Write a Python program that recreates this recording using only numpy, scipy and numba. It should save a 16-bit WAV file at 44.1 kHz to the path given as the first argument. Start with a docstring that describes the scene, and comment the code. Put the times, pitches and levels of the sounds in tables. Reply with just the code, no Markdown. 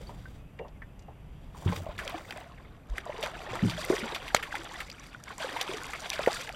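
"""A light wind rumbles and hisses over a calm lake; beside it cloth rustles and tackle knocks in a small
boat (driven resonances), a few drops drip and faint whistles glide. Then a hooked fish thrashes a few metres
away: bubble swarms churn, plunged cavities gurgle and swell the low rumble, air pockets ring and noise bursts
slap. A soft hull thud and, later, a sharp double tail smack stand out, with more drips as the thrashing goes
on to the end. Open water gives no echo."""
import sys
import numpy as np
from scipy import signal
from scipy.fft import rfft, irfft
from scipy.io import wavfile
from scipy.ndimage import uniform_filter1d
from numba import njit

SR = 44100
rng = np.random.default_rng(int(sys.argv[2]) if len(sys.argv) > 2 else 0)


def unload_wav(signal):
    """Save mono or channel-first audio to the path in sys.argv[1] as 16-bit WAV at rate SR, clipped to [-1, 1]."""
    wavfile.write(
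        sys.argv[1],
        SR,
        np.round(np.clip(np.atleast_2d(signal).T, -1, 1) * 32767).astype(np.int16),
    )


N = 288855
T = np.arange(N) / SR


def undb(db):
    """Logarithmic level: decibels to amplitude gain."""
    return 10 ** (np.asarray(db) / 20)


def unit(x):
    """Energy normalisation: scale to rms 1."""
    return x / np.sqrt(np.mean(x ** 2))


def add(out, s, x):
    """Superposition: mix x into out from time s."""
    i = max(int(s * SR), 0)
    out[i:i + len(x)] += x[:max(N - i, 0)]


def band(x, hz, width):
    """Simple resonance, with gain 1 at its centre."""
    hz = min(hz, SR * .45)
    quality = hz / min(width, SR / 3)
    return signal.lfilter(*signal.iirpeak(hz, quality, fs=SR), x)


def colour(x, points):
    """Minimum-phase filter through (Hz, dB) points, so clicks keep sharp fronts; rms 1."""
    hz, db = np.transpose(points)
    grid_hz = np.arange(N + 1) * SR / (2 * N) + 1
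    log_gain = np.log(undb(np.interp(np.log(grid_hz), np.log(hz), db)))
    # folding the cepstrum onto positive time makes the filter causal
    cepstrum = irfft(log_gain)[:N]
    cepstrum[0] /= 2
    response = np.exp(rfft(2 * cepstrum, 2 * N))
    return unit(irfft(rfft(x, 2 * N) * response)[:N])


def walk(rate):
    """Low-passed randomness: a smooth wander of rms 1, with rate new values a second."""
    k = max(int(SR / rate), 1)
    steps = np.repeat(rng.standard_normal(N // k + 1), k)[:N]
    return unit(uniform_filter1d(steps, k))


def fade(t, t60):
    """Exponential decay, falling 60 dB in t60 seconds."""
    return np.exp(-np.log(1000) * t / t60)


def swell(start, length, attack_s, t60):
    """Build-up and decay: rises to full by start, holds for its length, then dies exponentially."""
    attack = np.clip((T - start) / attack_s + 1, 0, 1) ** 2
    return attack * fade(np.maximum(T - start - length, 0), t60)


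@njit
def ring(starts, sizes, pitches, t60s, rises):
    """Damped bubble resonance: tones swell in their first cycle and climb as they near the surface."""
    out = np.zeros(N)
    for k in range(len(starts)):
        first, count, phase = int(starts[k] * SR), int(t60s[k] * SR) + 1, 0.
        for i in range(min(count, N - first)):
            age = i / count
            phase += min(pitches[k] * 2 ** (rises[k] * age) / SR, .45)  # in cycles
            envelope = np.exp(-6.9 * age) * min(1., phase * 1.4)
            out[first + i] += sizes[k] * envelope * np.sin(2 * np.pi * phase)
    return out


def swarm(points, low_hz, high_hz, cycles, rise, spread_db, clump_db, wash, count):
    """Bubble statistics: many rings, a few much stronger, over a noise wash, in uneven clumps of level."""
    when, pitch, size, life, climb = rng.random((count, 5)).T
    hz = low_hz * (high_hz / low_hz) ** pitch
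    sizes = undb(-spread_db * np.log(size + 0.051)) * (-1) ** np.arange(count)
    t60 = cycles * (0.47 + 2 * life ** 2) / hz
    grains = ring(when * N / SR, sizes, hz, t60, 2 * rise * climb)
    water = colour(grains, points) + wash * colour(rng.standard_normal(N), points)
    # level the energy over time, so that the flow can set it; the bubbles share it unevenly
    water = water / np.sqrt(uniform_filter1d(water ** 2, SR // 14) + 1e-9)
    return unit(water * undb(clump_db * walk(90)))


# Spectrum of the low rumble and hiss. Each row: frequency in Hz, relative level in dB.
AIR = [(12, -39), (20, -3), (49, 1.5), (97, -6), (147, -4.5), (229, -11.5), (286, -12), (347, -18.5),
       (674, -20), (1640, -30), (2280, -30.5), (4080, -46.5), (13800, -51), (15000, -96)]
# Strength of the low rumble, from wind and, near 1.9 and 3.7 s, from the wakes of the plunges.
# Each row: time in seconds, gain in dB.
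RUMBLE_STRENGTH = [(0, 3.5), (.6, 4.5), (1.4, 2.5), (1.9, 8), (2.4, 0), (3.2, 0), (3.7, 4), (4.8, -2),
                   (5.6, -2.5), (6.55, 0)]


def breeze_and_rumble(rumble_hz=190, air_db=-50):
    """Noise split into bands: an unsteady low rumble of wind and plunge wakes, under a smooth distant hiss."""
    air = colour(rng.standard_normal(N), AIR)
    rumble = signal.sosfiltfilt(signal.butter(2, rumble_hz, fs=SR, output="sos"), air)
    hiss = air - rumble
    rumble_db = np.interp(T, *np.transpose(RUMBLE_STRENGTH)) + 1.2 * walk(4.0)
    return undb(air_db) * (hiss + rumble * undb(rumble_db))


# The angler lifts the rod, then stands up. Each row: time in seconds, level of the rub of cloth in dB,
# level of the swish of the waterproof shell in dB.
RUSTLE = [(0, -53, -70), (.2, -58.5, -84), (.35, -60, -77), (.45, -73, -85), (.8, -85, -87),
          (1.52, -64, -97), (1.57, -53.5, -63), (1.78, -48.5, -54.5), (1.9, -90, -72), (2.1, -72, -60.5),
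          (2.42, -75, -66), (2.55, -88, -97), (3, -86, -100)]
# Spectrum of the rubbing cloth. Each row: frequency in Hz, relative level in dB.
CLOTH_COLOUR = [(100, -25), (300, 4), (600, 3), (1500, -6.5), (3500, -3.5), (4600, -9.5), (5500, -14),
                (15000, -29.5)]
# Spectrum of the swishing shell. Each row: frequency in Hz, relative level in dB.
SHELL_COLOUR = [(1500, -7), (4500, 5), (8500, -0.5), (11000, -12.5), (15500, -3.5)]


def rustle(crinkle=0.63):
    """Friction noise: cloth slides in small uneven slips, and the stiff shell crinkles as it does."""
    s, rub_db, swish_db = np.transpose(RUSTLE)
    slips = rng.standard_normal(N) * undb(2 * walk(100))
    crinkles = slips * np.exp(crinkle * walk(1500))
    rub = colour(slips, CLOTH_COLOUR) * undb(np.interp(T, s, rub_db))
    swish = colour(crinkles, SHELL_COLOUR) * undb(np.interp(T, s, swish_db))
    return rub + swish


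# Knocks in the boat. Each row: start in seconds, relative level in dB, brightest frequency of the push in Hz,
# decay time (60 dB) of the rattle in seconds.
KNOCKS = [(.005, -41.5, 570, 0.11), (0.093, -38, 830, 0.23), (0.254, -44, 1550, .05),
          (.590, -33, 2370, 0.037), (0.595, -28.5, 570, 0.14), (0.647, -39.5, 820, 0.16),
          (.682, -48.5, 3800, 0.035), (0.819, -34, 1650, 0.064), (0.993, -50.5, 5960, 0.045),
          (1.023, -56, 5500, .04), (1.081, -38.5, 734, 0.12), (1.547, -42, 1010, 0.17),
          (1.623, -39, 790, 0.12)]
# Resonances of the boat. Each row: frequency in Hz, width in Hz, relative level in dB.
BOAT = [(454, 150, 11), (580, 15, 6.5), (750, 290, -3), (960, 230, -10), (1570, 100, -5), (1810, 140, 2),
        (2220, 170, -14), (3600, 450, -38), (6450, 2500, -32)]


def knocks(contact_s=0.0041, gain_db=-5):
    """Forced resonance: net handle, boots and tackle push sharply and rattle, and the boat rings."""
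    out, t = np.zeros(N), T[:SR // 3]
    for s, db, hz, t60 in KNOCKS:
        rattle = fade(t, t60)
        force = rng.standard_normal(len(t)) * (fade(t, contact_s) + 2.1 * rattle)
        push = band(band(force, hz, .7 * hz), hz, .7 * hz)
        body = sum(undb(mode_db) * band(push, mode_hz, width) for mode_hz, width, mode_db in BOAT)
        add(out, s, undb(db + gain_db) * unit(body) * np.sqrt(np.mean(rattle ** 2)))
    return out


# Single close drops, each leaving a bubble. Each row: start in seconds, relative level in dB, starting pitch
# in Hz, decay time (60 dB) in seconds, rise in octaves over that decay.
DRIPS = [(.070, -46, 4500, .05, .2), (.256, -40, 1520, .06, .1), (4.850, -48, 4800, .02, .7),
         (4.915, -33, 4400, .014, 1.5), (4.947, -42, 2900, .025, .9), (4.983, -41, 2230, .035, 1.2),
         (4.997, -37, 5500, .01, 1.3), (5.130, -39, 2450, .022, .9), (5.200, -49, 1200, .07, 1.8),
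         (5.281, -38, 2000, .03, 1.2)]


def drips(gain_db=1):
    """Bubble resonance: single drops leave chirping bubbles, a few close by, many out in the splash."""
    far = strays(low_hz=695, high_hz=4270, gain_db=2.5, spread_db=8, cycles=39, count=170)
    far_rise_oct = 0.95
    rows = list(DRIPS) + [(*row, far_rise_oct) for row in far]
    s, db, hz, t60, rise = np.array(rows, float).T.copy()
    return ring(s, undb(db + gain_db), hz, t60, rise)


# Faint thin whistles. Each row: start in seconds, length in seconds, nominal start pitch in Hz,
# nominal end pitch in Hz, level in dB before the flutter.
WHISTLES = [(0.338, 0.24, 2410, 2700, -64.5), (0.529, 0.183, 2800, 2720, -59),
            (0.712, 0.098, 2580, 1830, -65), (.80, 0.1, 3950, 3150, -78), (0.838, 0.17, 2480, 2830, -70),
            (.94, 0.18, 2870, 2700, -66), (1.10, .11, 2740, 2820, -68), (1.143, 0.1, 2900, 2200, -66),
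            (1.249, 0.3, 3170, 3400, -69)]


def whistles(haze_db=-62):
    """Frequency and amplitude modulation: faint wavering glides in a haze of similar pitch."""
    out = np.zeros(N)
    wobble, flutter = 1 + .018 * walk(400), undb(3 * walk(50))
    for s, length, start_hz, end_hz, db in WHISTLES:
        n = int(length * SR)
        hz = np.linspace(start_hz, end_hz, n) * wobble[int(s * SR):][:n]
        add(out, s, undb(db) * np.hanning(n) * np.sin(2 * np.pi * np.cumsum(hz) / SR))
    haze = unit(band(band(rng.standard_normal(N), 2800, 1000), 2600, 1000))
    haze_shape = np.interp(T, [.2, .4, 1.5, 1.7], [0.038, 0.4, 0.48, 0])
    return out * flutter + undb(haze_db) * haze * haze_shape


# Strokes of the fish's body and tail. Each row: start of the hold in seconds, length of the hold in seconds,
# strength in dB, depth in dB (deep strokes burble, shallow ones throw spray).
STROKES = [(1.682, 0.047, -47.5, 10.5), (1.87, 0.041, -56.5, 9), (2.01, 0.16, -47.5, 2.5),
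           (2.298, 0.016, -51, 3.5), (2.37, 0.04, -53, 7), (2.90, 0.041, -59.5, 4),
           (2.969, 0.0075, -49.5, 4), (3.072, 0.13, -49.5, 6.5), (3.233, 0.033, -41, 2.5),
           (3.37, 0.15, -50, 5.5), (3.506, 0.09, -45.5, 4.5), (3.648, 0.081, -43.5, -5),
           (3.778, 0.22, -41, -4), (3.924, 0.021, -40.5, 3), (4.05, 0.078, -41.5, 1.5),
           (4.26, 0.01, -48.5, -0.5), (4.351, 0.023, -43.5, -4), (4.42, 0.049, -52, -1),
           (4.53, 0.04, -45, -2), (4.63, 0.047, -51.5, 2), (4.722, 0.089, -47.5, -5), (4.98, 0.18, -58, -8),
           (5.275, .07, -50.5, -4), (5.408, 0.046, -40, -1), (5.529, .09, -41.5, 2.5),
           (5.69, 0.096, -44.5, -3), (5.82, 0.15, -45.5, -7.5), (6.03, 0.037, -44.5, -3),
           (6.12, 0.031, -42, -8), (6.212, 0.11, -41.5, -1), (6.33, 0.069, -41.5, -11),
           (6.48, 0.017, -54, 12)]


def flow(per_depth, fall_back_db):
    """Energy summation: amplitude of water stirred by strokes and their fall-back; per_depth in dB per dB."""
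    stroke_attack_s, stroke_t60_s = 0.058, 0.35
    fall_back_s, fall_back_t60_s = 0.091, 2.1  # the thrown water comes down again
    power = 1e-14
    for s, length, db, depth in STROKES:
        stroke = swell(s, length, stroke_attack_s, stroke_t60_s)
        fall_back = undb(fall_back_db) * swell(s + fall_back_s, length, fall_back_s, fall_back_t60_s)
        power = power + undb(db + per_depth * depth) ** 2 * (stroke ** 2 + fall_back ** 2)
    return np.sqrt(power)


def strays(low_hz, high_hz, gain_db, spread_db, cycles, count):
    """Random impacts: thrown water lands as hard as the surface is stirred; rows (s, dB, Hz, t60 s)."""
    when, pitch, size = rng.random((count, 3)).T
    hz = low_hz * (high_hz / low_hz) ** pitch
    stirred = flow(0, fall_back_db=-8)[(when * N).astype(int)]
    db = 20 * np.log10(stirred) + gain_db + spread_db * (2 * size - 1)
    return list(zip(when * N / SR, db, hz, cycles / hz))


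# Spectrum of the big bubbles. Each row: frequency in Hz, relative level in dB.
BUBBLING = [(70, -31), (150, -18), (280, -5), (450, 1), (750, 8.5), (1200, 5), (1900, -9), (4000, -68)]
# Spectrum of the falling drops. Each row: frequency in Hz, relative level in dB.
PATTER = [(500, -8.5), (1100, -7), (1800, -4), (2600, -1), (3600, -3), (4600, -12), (8000, -48)]
# Spectrum of the fine spray. Each row: frequency in Hz, relative level in dB.
SPRAY = [(2000, -19), (3800, 1.5), (4800, 0), (7000, -5.5), (9000, -8.5), (11500, -16), (13500, -18.5),
         (16000, -27)]


def churn():
    """Superposed bubble swarms: big ones burble, drops patter in uneven gobs, spray crackles."""
    bubbling = swarm(BUBBLING, 259.1, 1405, cycles=27.0, rise=0.44, spread_db=5.5,
                     clump_db=0.64, wash=0.39, count=1600)
    patter = swarm(PATTER, 1005, 4470, cycles=25.6, rise=0.26, spread_db=5.0,
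                   clump_db=2.0, wash=0.53, count=5200)
    spray = swarm(SPRAY, 3600, 13800, cycles=16, rise=0.4, spread_db=5.5,
                  clump_db=2.5, wash=0.74, count=12000)
    gobs = undb(1.4 * walk(45))
    spray_db = -7.5 - 0.03 * (T - 2.6)  # the spray eases very slightly with time
    burble = bubbling * undb(-0.5) * flow(0.71, fall_back_db=-11.5)
    drops = patter * gobs * undb(2.5) * flow(0, fall_back_db=-11.5)
    crackle = spray * undb(spray_db) * flow(-0.49, fall_back_db=-13)  # depth takes spray away
    return burble + drops + crackle


# Deep plunges, where the fish drags a cavity of air under. Each row: time of full strength in seconds,
# level in dB before the wake is added.
PLUNGES = [(1.662, -29), (3.632, -25.5)]
# Spectrum of the large, low bubbles. Each row: frequency in Hz, relative level in dB.
GURGLE = [(45, -27), (85, -3), (180, 5.5), (260, -11.5), (380, -7.5), (600, -38), (1500, -65)]


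def plunges(attack_s=0.0092, cavity_t60_s=0.27, wake_t60_s=0.64, wake_db=-12.5):
    """Cavity collapse: the cavity breaks quickly into large, low bubbles and its wake gurgles on."""
    gurgle = swarm(GURGLE, 86, 423, cycles=15.4, rise=0.16, spread_db=9, clump_db=4.0, wash=0.9, count=900)
    strength = np.zeros(N)
    for s, db in PLUNGES:
        cavity = swell(s, 0, attack_s, cavity_t60_s)
        wake = undb(wake_db) * swell(s, 0, attack_s, wake_t60_s)
        strength += undb(db) * (cavity + wake)
    return gurgle * strength


# Pockets of air shut in by the fish. Each row: start in seconds, relative level in dB, starting pitch in Hz.
GULPS = [(1.659, -20, 93.4), (1.683, -25, 174), (1.730, -36, 558), (1.768, -35, 90.1), (1.865, -28.5, 634),
         (1.890, -33, 593), (2.055, -36, 560), (2.143, -27.5, 698), (2.146, -34.5, 319),
         (2.361, -37.5, 614), (3.064, -32.5, 680), (3.095, -24.5, 575), (3.188, -33.5, 439),
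         (3.235, -23, 594), (3.532, -29.5, 490), (3.508, -38, 116), (3.625, -18.5, 180),
         (3.636, -16.5, 225.6), (3.646, -30, 105), (3.657, -22.5, 178.4), (3.720, -42, 165),
         (3.790, -33.5, 604), (3.901, -9, 360), (3.921, -19, 417), (3.934, -17.5, 407), (4.027, -30.5, 224),
         (4.347, -32, 587), (4.526, -23.5, 1550), (4.542, -28.5, 804), (4.590, -41, 329),
         (5.147, -32, 1420), (5.305, -32.5, 1080), (5.445, -25.5, 516), (5.565, -27.5, 900),
         (5.692, -29.5, 370), (5.741, -30.5, 424), (6.059, -35.5, 703), (6.193, -19, 585),
         (6.274, -4.5, 497), (6.283, -17, 660)]


def gulps(gain_db=1.5, rise_oct=0.15):
    """Bubble resonance: trapped air rings, the louder the more briefly, and splits off a smaller bubble."""
    s, db, hz = np.transpose(GULPS)
    cycles = 24.2 * 2 ** ((-24 - db) / 14.5)  # 24.2 cycles at -24 dB, halved by each 14.5 dB more
    t60 = cycles / hz
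    size, rise = undb(db + gain_db), np.full(len(s), float(rise_oct))
    pocket = ring(s, size, hz.copy(), t60, rise)
    split_s = s + 2.4 / hz  # after 2.4 cycles of the starting pitch
    split = ring(split_s, size * undb(-12.5), hz * 1.68, t60, rise)
    return pocket + split


# The loudest sheets of water slapping down. Each row: start in seconds, relative level in dB,
# brightest frequency in Hz, decay time (60 dB) in seconds.
SLAPS = [(1.689, -31, 2090, 0.035), (1.762, -26, 2600, 0.038), (1.979, -32, 3000, 0.068),
         (1.989, -24, 1740, 0.085), (2.077, -19.5, 2980, 0.017), (2.097, -36, 9500, 0.006),
         (2.308, -22.5, 2820, 0.017), (2.324, -28.5, 1830, 0.031), (2.976, -34, 1760, 0.11),
         (2.981, -18, 1980, 0.018), (3.227, -22, 2920, 0.071), (3.261, -20.5, 1650, 0.014),
         (3.554, -24, 1310, 0.051), (3.697, -23, 3230, 0.078), (3.899, -22.5, 1240, 0.016),
         (3.966, -20.5, 1830, 0.013), (4.147, -21.5, 2860, 0.094), (4.277, -28.5, 2500, 0.12),
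         (4.346, -7.5, 1520, 0.01), (4.3473, -3.5, 4040, 0.0081), (4.349, -21.5, 3800, .07),
         (4.364, -15, 2250, 0.027), (4.427, -24.5, 2050, 0.13), (4.553, -20.5, 1850, 0.043),
         (4.803, -23.5, 2120, 0.074), (4.899, -28, 3170, 0.024), (5.238, -30.5, 5700, 0.0072),
         (5.381, -31, 6460, 0.014), (5.564, -28, 2240, 0.13), (5.6114, -15, 3240, 0.036),
         (5.934, -22.5, 1650, 0.03), (6.102, -10, 4350, 0.004), (6.131, -22.5, 2860, 0.05),
         (6.191, -20.5, 1370, 0.013), (6.262, -17.5, 2030, 0.028), (6.275, -24, 1470, 0.075),
         (6.330, -19, 4200, 0.0075), (6.344, -26, 6000, 0.0055), (6.492, -17.5, 2060, 0.0063)]


def slaps(width=1.0, grain=0.78, attack_s=0.00006, crack_db=-13, gain_db=-6):
    """Impact noise: each slap is a fast-fading burst of tiny impacts, ringing the foam around one pitch."""
    out, t = np.zeros(N), T[:SR // 6]
    soften = signal.butter(1, 11000, fs=SR)
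    flecks = strays(low_hz=1570, high_hz=8800, gain_db=11.5, spread_db=4.5, cycles=33, count=110)
    for s, db, hz, t60 in list(SLAPS) + flecks:
        impacts = rng.standard_normal(len(t)) * np.exp(grain * rng.standard_normal(len(t)))
        shape = fade(t, t60) * (1 - np.exp(-t / attack_s))
        crack = signal.lfilter(*soften, band(impacts * shape, hz, 2 * hz))
        foam = band(band(crack, hz, width * hz), hz, width * hz)
        slap = unit(foam + undb(crack_db) * crack)
        add(out, s, undb(db + gain_db) * slap * np.sqrt(np.mean(shape ** 2)) / shape.max())
    return out


# Soft thuds of the hull. Each row: start in seconds, level in dB, pitch in Hz, length in seconds.
THUDS = [(2.895, -26, 44, .055)]


def thuds():
    """Windowed low oscillation: the hull thuds softly under a half-sine envelope."""
    out = np.zeros(N)
    for s, db, hz, length in THUDS:
        t = T[:int(length * SR)]
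        add(out, s, undb(db) * np.sin(np.pi * t / length) * np.sin(2 * np.pi * hz * t))
    return out


# The tail lands flat, a double pressure spike. Each row: time of the peak in seconds, relative level in dB,
# time constant of each flank in milliseconds.
SMACK = [(4.3477, -0.5, .1), (4.3491, -1.5, .06)]


def smack(low_hz=420):
    """Pressure impulse: sharp spikes, which the high-pass follows with a suction."""
    spikes = sum(undb(db) * np.exp(-np.abs(T - s) * 1000 / ms) for s, db, ms in SMACK)
    return undb(3) * signal.lfilter(*signal.butter(1, [low_hz, 9000], "band", fs=SR), spikes)


def scene():
    """Superposition of the open lake, the boat and the fish."""
    surroundings = breeze_and_rumble() + rustle() + knocks() + whistles() + thuds()
    fish = drips() + churn() + plunges() + gulps() + slaps() + smack()
    return (surroundings + fish)[None]


# Ripple in the response of the microphone. 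Each row: frequency in Hz, width in Hz, gain in dB.
RIPPLE = [(2730, 1100, -4), (4170, 790, -5.5), (4690, 180, 3), (5350, 340, -8.5), (5900, 350, 3),
          (6430, 370, -7), (7330, 500, 2.5), (8770, 400, 2.5), (9300, 300, -4.5), (11800, 210, -11),
          (12000, 930, 7), (14000, 1500, -1)]


def record(dry):
    """Linear filtering and saturation: the housing ripples the treble, peaks round off, the top is cut."""
    for hz, width, db in RIPPLE:
        dry = dry + (undb(db) - 1) * band(dry, hz, width)
    rounded = dry / (1 + (dry / .85) ** 4) ** .25
    top_hz = 15800
    return signal.sosfilt(signal.ellip(8, .2, 70, top_hz, fs=SR, output="sos"), rounded)


dry = scene()
out = record(dry)
unload_wav(out)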